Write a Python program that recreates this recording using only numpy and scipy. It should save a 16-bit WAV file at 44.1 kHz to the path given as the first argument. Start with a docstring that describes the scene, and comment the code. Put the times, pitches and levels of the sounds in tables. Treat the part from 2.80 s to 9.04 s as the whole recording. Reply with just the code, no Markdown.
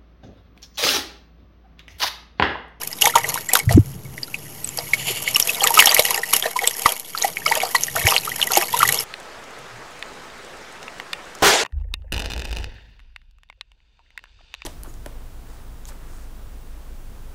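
"""Drops and sand fall at once into muddy water in a plastic tub: flurries of bubbles over a fizz of grains.
Sharp splats and ringing bubbles join in; just before 1 s gusts of wind rumble on the close microphone.
After a lull, fingers dig with a smooth hiss from 2.2 s into a block of wet sand held over the water.
The heaviest falls come near 3 s and overload the microphone; crumbling lumps patter on to the end.
Resonances and a short echo give the tub's colour; rubbing, wind and air noise are heard without it."""
import sys
import numpy as np
from scipy import signal
from scipy.fft import rfft, irfft, next_fast_len
from scipy.io import wavfile
from scipy.ndimage import uniform_filter1d

SR = 44100
rng = np.random.default_rng(int(sys.argv[2]) if len(sys.argv) > 2 else 0)


def makeup_ratio(level_db):
    """Linear amplitude ratio for a level in decibels (20 dB per factor of ten)."""
    decades = np.asarray(level_db, float) / 20
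    return 10 ** decades


def to_wav(s):
    """Save 16-bit WAV."""
    ch = np.atleast_2d(s).T  # columns
    pcm = np.round(np.clip(ch, -1, 1) * 32767)  # PCM
    wavfile.write(sys.argv[1], SR, pcm.astype(np.int16))


N = 275184


def evened(x):
    """Scales to rms 1."""
    return x / np.sqrt(np.mean(x ** 2) + 1e-20)


def curve(rows, column):
    """Draws one column of a table as straight lines, sample by sample."""
    table = np.array(rows)
    return np.interp(np.arange(N) / SR, table[:, 0], table[:, column])


def add(mix, s, sound):
    """Mixes a sound in at a time in seconds."""
    part = mix[round(s * SR):][:len(sound)]
    part += sound[:len(part)]


def impulses(rows, delay_s=0):
    """One click for each (time [s], level [dB]) row."""
    clicks = np.zeros(N)
    for s, db in rows:
        add(clicks, s + delay_s, makeup_ratio([db]))
    return clicks


def coloured(x, points):
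    """Filters by a spectrum of (frequency [Hz], level [dB]) points, joined on a log frequency scale."""
    size = next_fast_len(len(x))
    hz, db = np.transpose(points)
    shape = np.interp(np.log(np.fft.rfftfreq(size, 1 / SR) + 1), np.log(hz), db)
    return irfft(rfft(x, size) * makeup_ratio(shape), size)[:len(x)]


def coloured_noise(points):
    """Steady noise of a given colour; rms 1."""
    return evened(coloured(rng.standard_normal(N), points))


def smooth_noise(window):
    """Slow random drift, averaged twice over a window in samples; rms 1."""
    return evened(uniform_filter1d(uniform_filter1d(rng.standard_normal(N), window), window))


def sparse(per_s, spread_db):
    """Random clicks, a few much larger than the rest."""
    size = makeup_ratio(spread_db * np.minimum(rng.exponential(1, N), 4))
    sign = rng.choice([-1., 1.], N)
    return size * sign * (rng.random(N) < per_s / SR)


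def lump(rise, fall):
    """An envelope that builds up to time zero at its middle and then dies (time constants in s); peak 1."""
    t = np.arange(-4000, 4001) / SR
    return np.exp(np.where(t < 0, t / rise, -t / fall))


def bubble(hz, cycles, glide, swell=.32):
    """A pocket of air swells in, rings down and slides in pitch; envelope peak 1."""
    # u counts time in spans of the given number of cycles
    u = np.arange(int(3 * cycles / hz * SR) + 2) / SR * hz / cycles
    rise = (u / swell) ** 2 * np.exp(2 - 2 * u / swell)
    decay = np.exp(-1.6 * (u - swell) * (1 + u))
    shape = np.where(u < swell, rise, decay)
    return shape * np.sin(2 * np.pi * cycles * (u + glide * (u - .4) ** 2))


# thin trickle between the showers: (time [s], level before the mix [dB])
TRICKLE = [(0, -40), (.3, -40.5), (.66, -44), (1.0, -51), (1.2, -51), (1.9, -46), (2.4, -36.5), (2.8, -32),
           (3.35, -37), (3.75, -41.5), (4.1, -33.5), (4.25, -44), (4.55, -41.5), (4.9, -35.5), (5.1, -41),
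           (5.5, -36.5), (5.87, -37.5), (6.24, -28.5)]
# trickle mix, one each for large drops, small drops, sand: (level [dB])
TRICKLE_MIX = [-10, -5, 2]
# water or sand shaken loose, coarseness up = big drops, down = fine sand:
# (start [s], length before the fade [s], level before the mix [dB], coarseness [dB])
SHOWERS = [(0.0, 0.017, -36, 4.5), (.205, 0.092, -28.5, -1.5), (0.348, 0.033, -28.5, 6.5),
           (0.428, 0.077, -30.5, 1), (.53, 0.085, -37, -4), (0.692, .11, -35.5, 2), (.89, 0.048, -33, 3.5),
           (1.04, 0.042, -60, -16), (1.65, 0.034, -67, 7), (1.97, 0.034, -42, 6), (2.26, 0.058, -38, -5),
           (2.65, 0.086, -37, -7), (2.81, 0.072, -28.5, 3.5), (2.93, .11, -25.5, -1.5),
           (3.059, 0.057, -25, 3), (3.11, .1, -26, -0.5), (3.238, 0.12, -29.5, -1), (3.368, 0.02, -30, 3.5),
           (3.48, 0.024, -34, -10), (3.524, 0.04, -25.5, -4.5), (3.62, 0.061, -30.5, 1),
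           (3.799, 0.077, -32, 0.5), (3.968, 0.047, -35, -2.5), (4.041, 0.075, -31.5, 0.5),
           (4.362, 0.13, -34.5, -2), (4.66, 0.042, -30.5, -1), (4.708, 0.068, -30.5, 2),
           (4.798, 0.068, -35.5, 5.5), (4.944, 0.016, -28.5, -3), (5.0, 0.048, -47, -17),
           (5.15, 0.1, -30.5, -4), (5.258, 0.098, -26.5, 0.5), (5.42, 0.084, -41.5, -1.5),
           (5.582, 0.082, -35, 0), (5.698, .13, -27, -1), (5.92, 0.11, -32.5, -3), (6.058, .1, -28, -3),
           (6.18, 0.048, -47, -9)]
# shower mix, one each for large drops, small drops, sand: (level [dB])
SHOWER_MIX = [-5.5, -0.5, -0.5]


def falling():
    """Gains of large drops, small drops and sand: showers that swell, hold and fade over a thin trickle."""
    rise_s, fade_db_per_s = 0.013, 426
    t = np.arange(N) / SR
    power = makeup_ratio(curve(TRICKLE, 1) + np.c_[TRICKLE_MIX]) ** 2
    for start, length, db, coarse_db in SHOWERS:
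        part = slice(round(start * SR), round((start + length) * SR) + SR // 5)
        since = t[part] - start
        fade = makeup_ratio(-fade_db_per_s * np.maximum(since - length, 0))
        shape = np.clip(since / rise_s, 0, 1) * fade
        mix_db = db + np.array(SHOWER_MIX) + coarse_db * np.array([1, 0, -1])
        power[:, part] += (makeup_ratio(mix_db)[:, None] * shape) ** 2
    return np.sqrt(power)


# lumpiness of the fall, held to 0.78 at most: (time [s], share from 0 smooth to 1 lumpy [ratio])
CLUMPINESS = [(0, 0.98), (.95, 1), (1.1, 0.74), (2, 0.21), (2.45, 0.81), (2.6, 0.89), (4.2, 1), (5.8, 1),
              (6.24, 0.95)]


def clumping():
    """Falling matter comes in clumps of a few milliseconds."""
    clicks = abs(sparse(per_s=150, spread_db=3))
    clumps = abs(evened(signal.oaconvolve(clicks, lump(rise=0.00055, fall=0.00085), "same")))
    share = np.clip(curve(CLUMPINESS, 1), 0, .78)
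    return 1 - share + share * clumps


def drops(low_hz, high_hz, per_s, cycles, spread_db, count, clumps):
    """Many small bubbles at random; each size also comes and goes in flurries of its own."""
    out = np.zeros(N)
    for hz in np.geomspace(low_hz, high_hz, count):
        grain = bubble(hz, cycles * rng.uniform(.6, 1.8), rng.normal(.02, .04))
        # a new flurry level every 1500 samples, 3 dB spread
        flurry = makeup_ratio(3 * np.repeat(rng.standard_normal(N // 1500 + 1), 1500)[:N])
        seethe = 0.013 * rng.standard_normal(N)  # countless tiny ones merge into a wash
        clicks = sparse(per_s / count, spread_db) + seethe
        out += signal.oaconvolve(clicks * clumps * flurry, grain)[:N]
    return evened(out)


# colour of sand and splats, with a microphone peak near the top: (frequency [Hz], level [dB])
SAND_COLOUR = [(1470, -5.5), (2500, 2), (2900, 4.5), (3770, -3), (6500, 5.5), (8020, -1.5), (11600, 14),
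               (15200, -5.5), (16000, -74)]


def sand(clumps):
    """Fine grains rain on the water as a dense crackle of clicks."""
    grains = sparse(per_s=14000, spread_db=3.0)
    return evened(coloured(grains * clumps, SAND_COLOUR))


# air modes of the tub: (frequency [Hz], width [Hz], level among the modes [dB])
TUB_MODES = [(475, 40, 5), (688.6, 20, 1), (933, 24, 2.5), (1223, 125, -6), (2007, 98, -7.5),
             (2213, 48, -3), (2916, 130, -2.5), (3190, 20, -14), (4300, 180, -5.5), (4770, 46, -2),
             (5526, 244, -1), (6700, 92, 1), (7350, 460, -5.5), (8070, 66, 4.5)]


def tub(x, modes_db=1.5, echo_db=-5.5, echo_t60=0.048, dull_hz=4000):
    """The tub rings at its modes and returns a short, dull, scattered echo."""
    t = np.arange(6000) / SR
    ring = np.zeros(len(t))
    for hz, width, db in TUB_MODES:
        decay = np.exp(-np.pi * width * t)
        ring += makeup_ratio(db) * 2 * np.pi * width / SR * decay * np.cos(2 * np.pi * hz * t)
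    echo = rng.standard_normal(len(t)) * makeup_ratio(-60 * t / echo_t60) * (t > .002)
    echo = signal.lfilter(*signal.butter(1, dull_hz, fs=SR), echo / np.linalg.norm(echo))
    return x + signal.oaconvolve(x, makeup_ratio(modes_db) * ring + makeup_ratio(echo_db) * echo)[:N]


# wind rumble on the microphone: (time [s], level before its lumps [dB])
WIND = [(0, -54.5), (.45, -40), (.8, -58), (.85, -31), (.9, -25), (1.04, -35), (1.17, -35), (1.25, -40),
        (1.31, -33), (1.42, -52), (1.6, -45), (2.2, -40.5), (3.2, -55), (4.3, -60), (4.6, -48.5),
        (4.9, -56.5), (5.2, -39.5), (5.8, -55), (6.05, -37.5), (6.24, -49)]
# low thumps, the one at 3.196 s probably an overload click:
# (time [s], peak [dB], frequency [Hz], length scale [cycles])
THUMPS = [(0.871, -6.5, 110, 2.7), (0.904, -12, 113, 3.16), (0.94, -2, 94.4, 4.1), (0.955, -6, 195, 8),
          (0.975, 3, 292, 3.94), (0.986, -3, 106, 3.75), (3.196, -28, 200, 1.3), (4.057, -15, 147, 0.64),
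          (5.246, -12, 95, 2.6), (5.247, -27, 363, 12), (5.771, -18, 360, 11)]


def wind():
    """Lumpy low rumble of noise, and low thumps that swell and ring down as short sine bursts."""
    low = coloured_noise([(20, -34), (45, -8), (80, -4.5), (140, 6), (190, -7.5), (300, -42.0)])
    lumps_db = 0.87 * smooth_noise(1200)
    out = makeup_ratio(curve(WIND, 1) + lumps_db) * low
    for s, db, hz, cycles in THUMPS:
        add(out, s, makeup_ratio(db) * bubble(hz, cycles, 0))
    return out


# colour of the air noise: (frequency [Hz], level [dB])
AIR_COLOUR = [(88, -38), (150, -2.5), (431, -5), (514, -10), (1450, -20), (1830, -24), (2600, -51),
              (7920, -57), (11000, -24), (16000, -47)]


def outdoor_air():
    """Steady air noise whose floor sinks wherever the rumble curve dips below a set level."""
    level_db, floor_db = -46.5, -51.5
    follow = 0.9  # dB of sinking per dB of rumble below the floor
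    below_floor_db = np.minimum(curve(WIND, 1), floor_db) - floor_db
    return makeup_ratio(level_db + follow * below_floor_db) * coloured_noise(AIR_COLOUR)


# sharp splats on the surface: (time [s], level before the burst is shaped [dB])
SPLATS = [(0.0326, -17.5), (0.0731, -14), (0.212, -11.5), (0.2184, -5), (0.2559, -6), (0.274, -10),
          (0.307, -18), (0.355, -16), (0.383, -15), (0.4882, -15), (0.5407, -9.5), (0.7335, -3),
          (0.7525, -4), (0.77, -8), (0.789, -9.5), (0.9238, -12.5), (1.8733, -22), (1.9729, -15.5),
          (2.5097, -19), (2.5466, -20), (2.5634, -7), (2.5982, -2), (2.6723, -8.5), (2.8364, -8),
          (2.8725, -3), (2.904, -12), (2.9402, -7), (2.9508, -10), (3.0016, 3.5), (3.057, -1),
          (3.1103, -13.5), (3.1448, 0.5), (3.194, -3.5), (3.251, -6), (3.277, -23), (3.3055, -6),
          (3.3443, -14.5), (3.5339, -2.5), (3.7884, -18.5), (3.822, -25), (3.8731, -8.5), (3.9085, -18),
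          (4.0548, -31), (4.12, -12), (4.1963, -18.5), (4.4432, -17), (5.1575, -12), (5.2749, -6),
          (5.3058, -9), (5.451, -16), (5.5603, -18), (5.67, -14), (5.7725, -4), (5.9666, -12.5),
          (5.9891, -9), (6.0886, -7.5), (6.123, -6.5)]


def splats():
    """A burst of bright noise with a short build-up and a short fall."""
    hits = impulses(SPLATS, delay_s=0.0016)
    envelope = lump(rise=0.00053, fall=0.0021) + 0.36 * lump(rise=0.0025, fall=0.0027)
    shape = signal.oaconvolve(hits, envelope, "same")
    return shape * evened(coloured(sparse(per_s=9500, spread_db=1.5), SAND_COLOUR)) / 2


# the clearest bubbles, and one soft long hum of the tub at 2.6 s (674 Hz):
# (time [s], peak before the waver [dB], pitch [Hz], shortest length scale [cycles])
BUBBLES_AND_HUM = [(0.1287, -18.5, 5070, 14), (0.2217, -7, 2860, 13), (0.2382, -17, 837, 24),
                   (0.2552, -10.5, 3450, 11), (0.2546, -4.5, 6260, 11), (0.259, -6, 2100, 5.5),
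                   (0.2707, -6.5, 900, 4.9), (0.2747, -11, 3300, 9.5), (0.356, -10.5, 6900, 9),
                   (0.3557, -8.5, 3350, 4.2), (0.352, -11.5, 934, 17.4), (0.3596, -6, 1100, 3),
                   (0.3751, -9.5, 1930, 6.6), (0.337, -25, 1390, 28), (0.557, -19.5, 1020, 8.3),
                   (0.5757, -13, 1530, 4.1), (0.687, -19, 7470, 66), (0.6906, -19.5, 1950, 22),
                   (0.7165, -15, 2480, 11), (0.7308, -17, 750, 14), (0.7355, -3.5, 8170, 10),
                   (0.7546, -4.5, 1450, 4.4), (0.7533, -1, 3670, 5.1), (0.7631, -20, 1090, 16),
                   (0.892, -12.5, 1960, 10), (0.9059, -17, 690, 16), (1.379, -23.5, 2020, 13),
                   (1.432, -13, 4800, 13.4), (1.479, -39, 1410, 18), (1.5425, -13, 2530, 16),
                   (1.844, -17, 8270, 27), (1.8892, -20, 7400, 25), (1.987, -22.5, 710, 7.1),
                   (1.9874, -12, 4940, 9), (2.1342, -7, 2185, 13), (2.4764, -5.5, 2160, 10.5),
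                   (2.545, -13.5, 5420, 45), (2.3, -28, 395, 10.5), (2.5585, -7.5, 2830, 15.5),
                   (2.563, -25, 1180, 18), (2.78, -31, 980, 17), (2.6, -38.5, 674, 143),
                   (2.6, -13, 3300, 6.7), (2.625, -11, 5690, 15), (2.6917, -11, 2596, 27),
                   (2.806, -12.5, 3240, 23), (2.8178, -14, 792, 10.7), (2.832, -15, 4300, 31),
                   (2.84, -17, 1235, 18), (2.839, -13, 2540, 9.5), (2.8406, -5, 7470, 11),
                   (2.8721, -4.5, 3330, 4.1), (2.9043, -15, 900, 12.6), (2.972, -7, 1268, 25),
                   (2.988, -8.5, 1030, 12), (2.99, -6, 7000, 12), (2.992, 15, 2680, 5.6),
                   (3.0237, -1.5, 1800, 4), (3.0583, 1, 5880, 7.9), (3.0716, 2, 3240, 4.4),
                   (3.072, -12, 820, 6.3), (3.0825, -10, 3250, 8.6), (3.092, -5.5, 4670, 28),
                   (3.097, -14, 3160, 11), (3.1133, -5.5, 3200, 4.2), (3.147, -8, 3940, 6.4),
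                   (3.1658, -9.5, 2100, 6.4), (3.1844, -8, 2700, 8.8), (3.1919, -8.5, 605, 5.6),
                   (3.194, -2, 3900, 6.1), (3.195, -9.5, 2240, 10.6), (3.2513, -13, 2900, 13),
                   (3.3083, -14.5, 1035, 9.3), (3.307, -17.5, 4040, 33), (3.3759, -17.5, 1870, 13),
                   (3.4327, -16, 1885, 16.4), (3.5304, -17.5, 1117, 13), (3.536, -7.5, 2740, 4.2),
                   (3.5442, -14.5, 2990, 12), (3.6249, -11.5, 3360, 8.9), (3.655, -19, 665, 9.6),
                   (3.7565, -17, 1000, 24), (3.79, -12.5, 2130, 10), (3.8186, -18.5, 737, 5.9),
                   (3.8283, -19, 737, 12), (3.8754, -9, 3460, 8.2), (3.8747, -3.5, 7660, 11),
                   (3.9405, -13, 5640, 8.5), (4.0579, -10, 4600, 7.1), (4.057, -6, 2056, 14),
                   (4.0593, 0.5, 1136, 3.3), (4.08, -18.5, 895, 5), (4.0901, -10, 3150, 8.1),
                   (4.3484, -19.5, 1330, 13), (4.376, -15.5, 4300, 8.6), (4.4242, -9, 6420, 10),
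                   (4.437, -19.5, 1950, 27), (4.4446, -10.5, 751, 8.6), (4.5697, -10, 2280, 5.4),
                   (4.6587, -14, 2210, 22), (4.6615, -15.5, 1276, 15), (4.663, -9.5, 5150, 7.9),
                   (4.7115, -14.5, 882, 14.4), (4.722, -8, 2020, 5.8), (4.8025, -14, 2420, 4.6),
                   (4.832, -12.5, 728, 12.3), (4.9476, -7, 1040, 8.1), (4.9502, -6.5, 1954, 19.5),
                   (4.963, -14, 4300, 17), (5.0355, -7, 6360, 9.8), (5.082, -19.5, 1870, 14),
                   (5.1528, -12.5, 754, 5.1), (5.1643, -24.5, 675, 26), (5.1648, -11, 1425, 6.5),
                   (5.269, -4.5, 2180, 3.5), (5.27, -10.5, 6360, 14), (5.2753, -8, 706, 5.1),
                   (5.287, -11, 2970, 8.9), (5.299, -16, 3540, 20), (5.3221, -6.5, 1130, 5),
                   (5.3409, -21.5, 760, 20), (5.3641, -2, 2750, 3.6), (5.38, -8, 4300, 9),
                   (5.4733, -17, 1232, 15), (5.5158, -20, 1950, 15), (5.5982, -17, 1620, 6.8),
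                   (5.6154, -2, 3440, 9.5), (5.6261, -11, 2990, 16), (5.7043, -20, 1380, 15),
                   (5.699, -28, 440, 6.3), (5.7351, -5.5, 6360, 9), (5.7536, -3, 6360, 11),
                   (5.7628, -8, 2830, 5), (5.7708, -5, 782, 6.5), (5.7753, -11.5, 4630, 12),
                   (5.8126, -15.5, 1760, 5.7), (5.9372, -14, 977, 17), (5.9718, -16.5, 1650, 5.8),
                   (6.002, -13.5, 1360, 21), (6.0194, -6.5, 1850, 4.4), (6.029, -5.5, 1203, 8.4),
                   (6.051, -15.5, 1930, 20), (6.089, -11, 1940, 11), (6.1874, -8, 5350, 30)]


def clear_bubbles_and_hum():
    """Air pockets ring one by one, each with a small pitch slide; a soft hum is made the same way."""
    out = np.zeros(N)
    slides = rng.normal(.02, .04, (len(BUBBLES_AND_HUM), 1))
    for (s, db, hz, cycles), glide in zip(BUBBLES_AND_HUM, slides):
        # no ring is scaled shorter than 5 cycles or 1.8 ms
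        add(out, s, makeup_ratio(db) * bubble(hz, max(cycles, 5, .0018 * hz), glide))
    # the churning surface makes the rings waver in strength
    return out * (1 + .33 * smooth_noise(70))


# colour of the torn water around the landings: (frequency [Hz], level [dB])
SPRAY_COLOUR = [(180, -31), (400, -1.5), (570, -13), (689, -11), (1610, -6), (2840, 0), (8790, -6),
                (10900, 0), (15000, -15), (16000, -39)]


def spray(landings, level_db=-11.0):
    """Ragged noise that gathers before each landing and washes on after it."""
    shape = lump(rise=0.0011, fall=0.0033)
    power = signal.oaconvolve(landings ** 2, shape / shape.sum(), "same")
    ragged = evened(coloured(sparse(per_s=3500, spread_db=5.5), SPRAY_COLOUR))
    return makeup_ratio(level_db) * np.sqrt(abs(power)) * ragged


# fingers dig into the block: (time [s], level [dB])
DIGS = [(2.2, -28.5), (2.286, -20), (2.375, -27.5), (2.48, -24)]
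# colour of the rubbing: (frequency [Hz], level [dB])
BLOCK_COLOUR = [(290, -44), (500, -6), (728, -2), (1310, -23), (2250, 5), (2520, -1), (2860, 11),
                (3960, -8), (4480, 1), (6130, -23), (7040, 4), (8600, -25), (10000, -1), (13000, -43),
                (22000, -120)]


def rub():
    """A smooth hiss each time the fingers press into the sand."""
    pressing = signal.oaconvolve(impulses(DIGS), lump(rise=0.018, fall=0.026), "same")
    return pressing * coloured_noise(BLOCK_COLOUR)


def scene():
    """Everything that falls passes the tub; rubbing, wind and outdoor air do not."""
    clumps = clumping()
    large = drops(low_hz=630, high_hz=1500, per_s=900, cycles=7, spread_db=2, count=16, clumps=clumps ** .3)
    small = drops(low_hz=1770, high_hz=8400, per_s=2600, cycles=11.6, spread_db=5.5, count=30,
                  clumps=clumps ** .5)
    slosh = drops(low_hz=390, high_hz=520, per_s=200, cycles=7, spread_db=2, count=8, clumps=1)
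    grains = sand(np.sqrt(clumps * clumping()))
    large_gain, small_gain, sand_gain = falling()
    fall = large_gain * (large + makeup_ratio(-11) * slosh) + small_gain * small + sand_gain * grains
    ringing = clear_bubbles_and_hum()
    in_tub = tub(fall + ringing + spray(ringing) + splats())
    return (in_tub + rub() + wind() + outdoor_air())[None]


def top_cut(x):
    """Nothing passes above the cut-off."""
    return signal.sosfilt(signal.butter(12, 16320, fs=SR, output="sos"), x)


def record(dry):
    """The microphone adds a small constant offset and overloads: the loudest peaks clip at full scale."""
    offset = -.0059
    mix = np.clip(dry + offset, -1, 1)
    return top_cut(mix)


dry = scene()
out = record(dry)
to_wav(out)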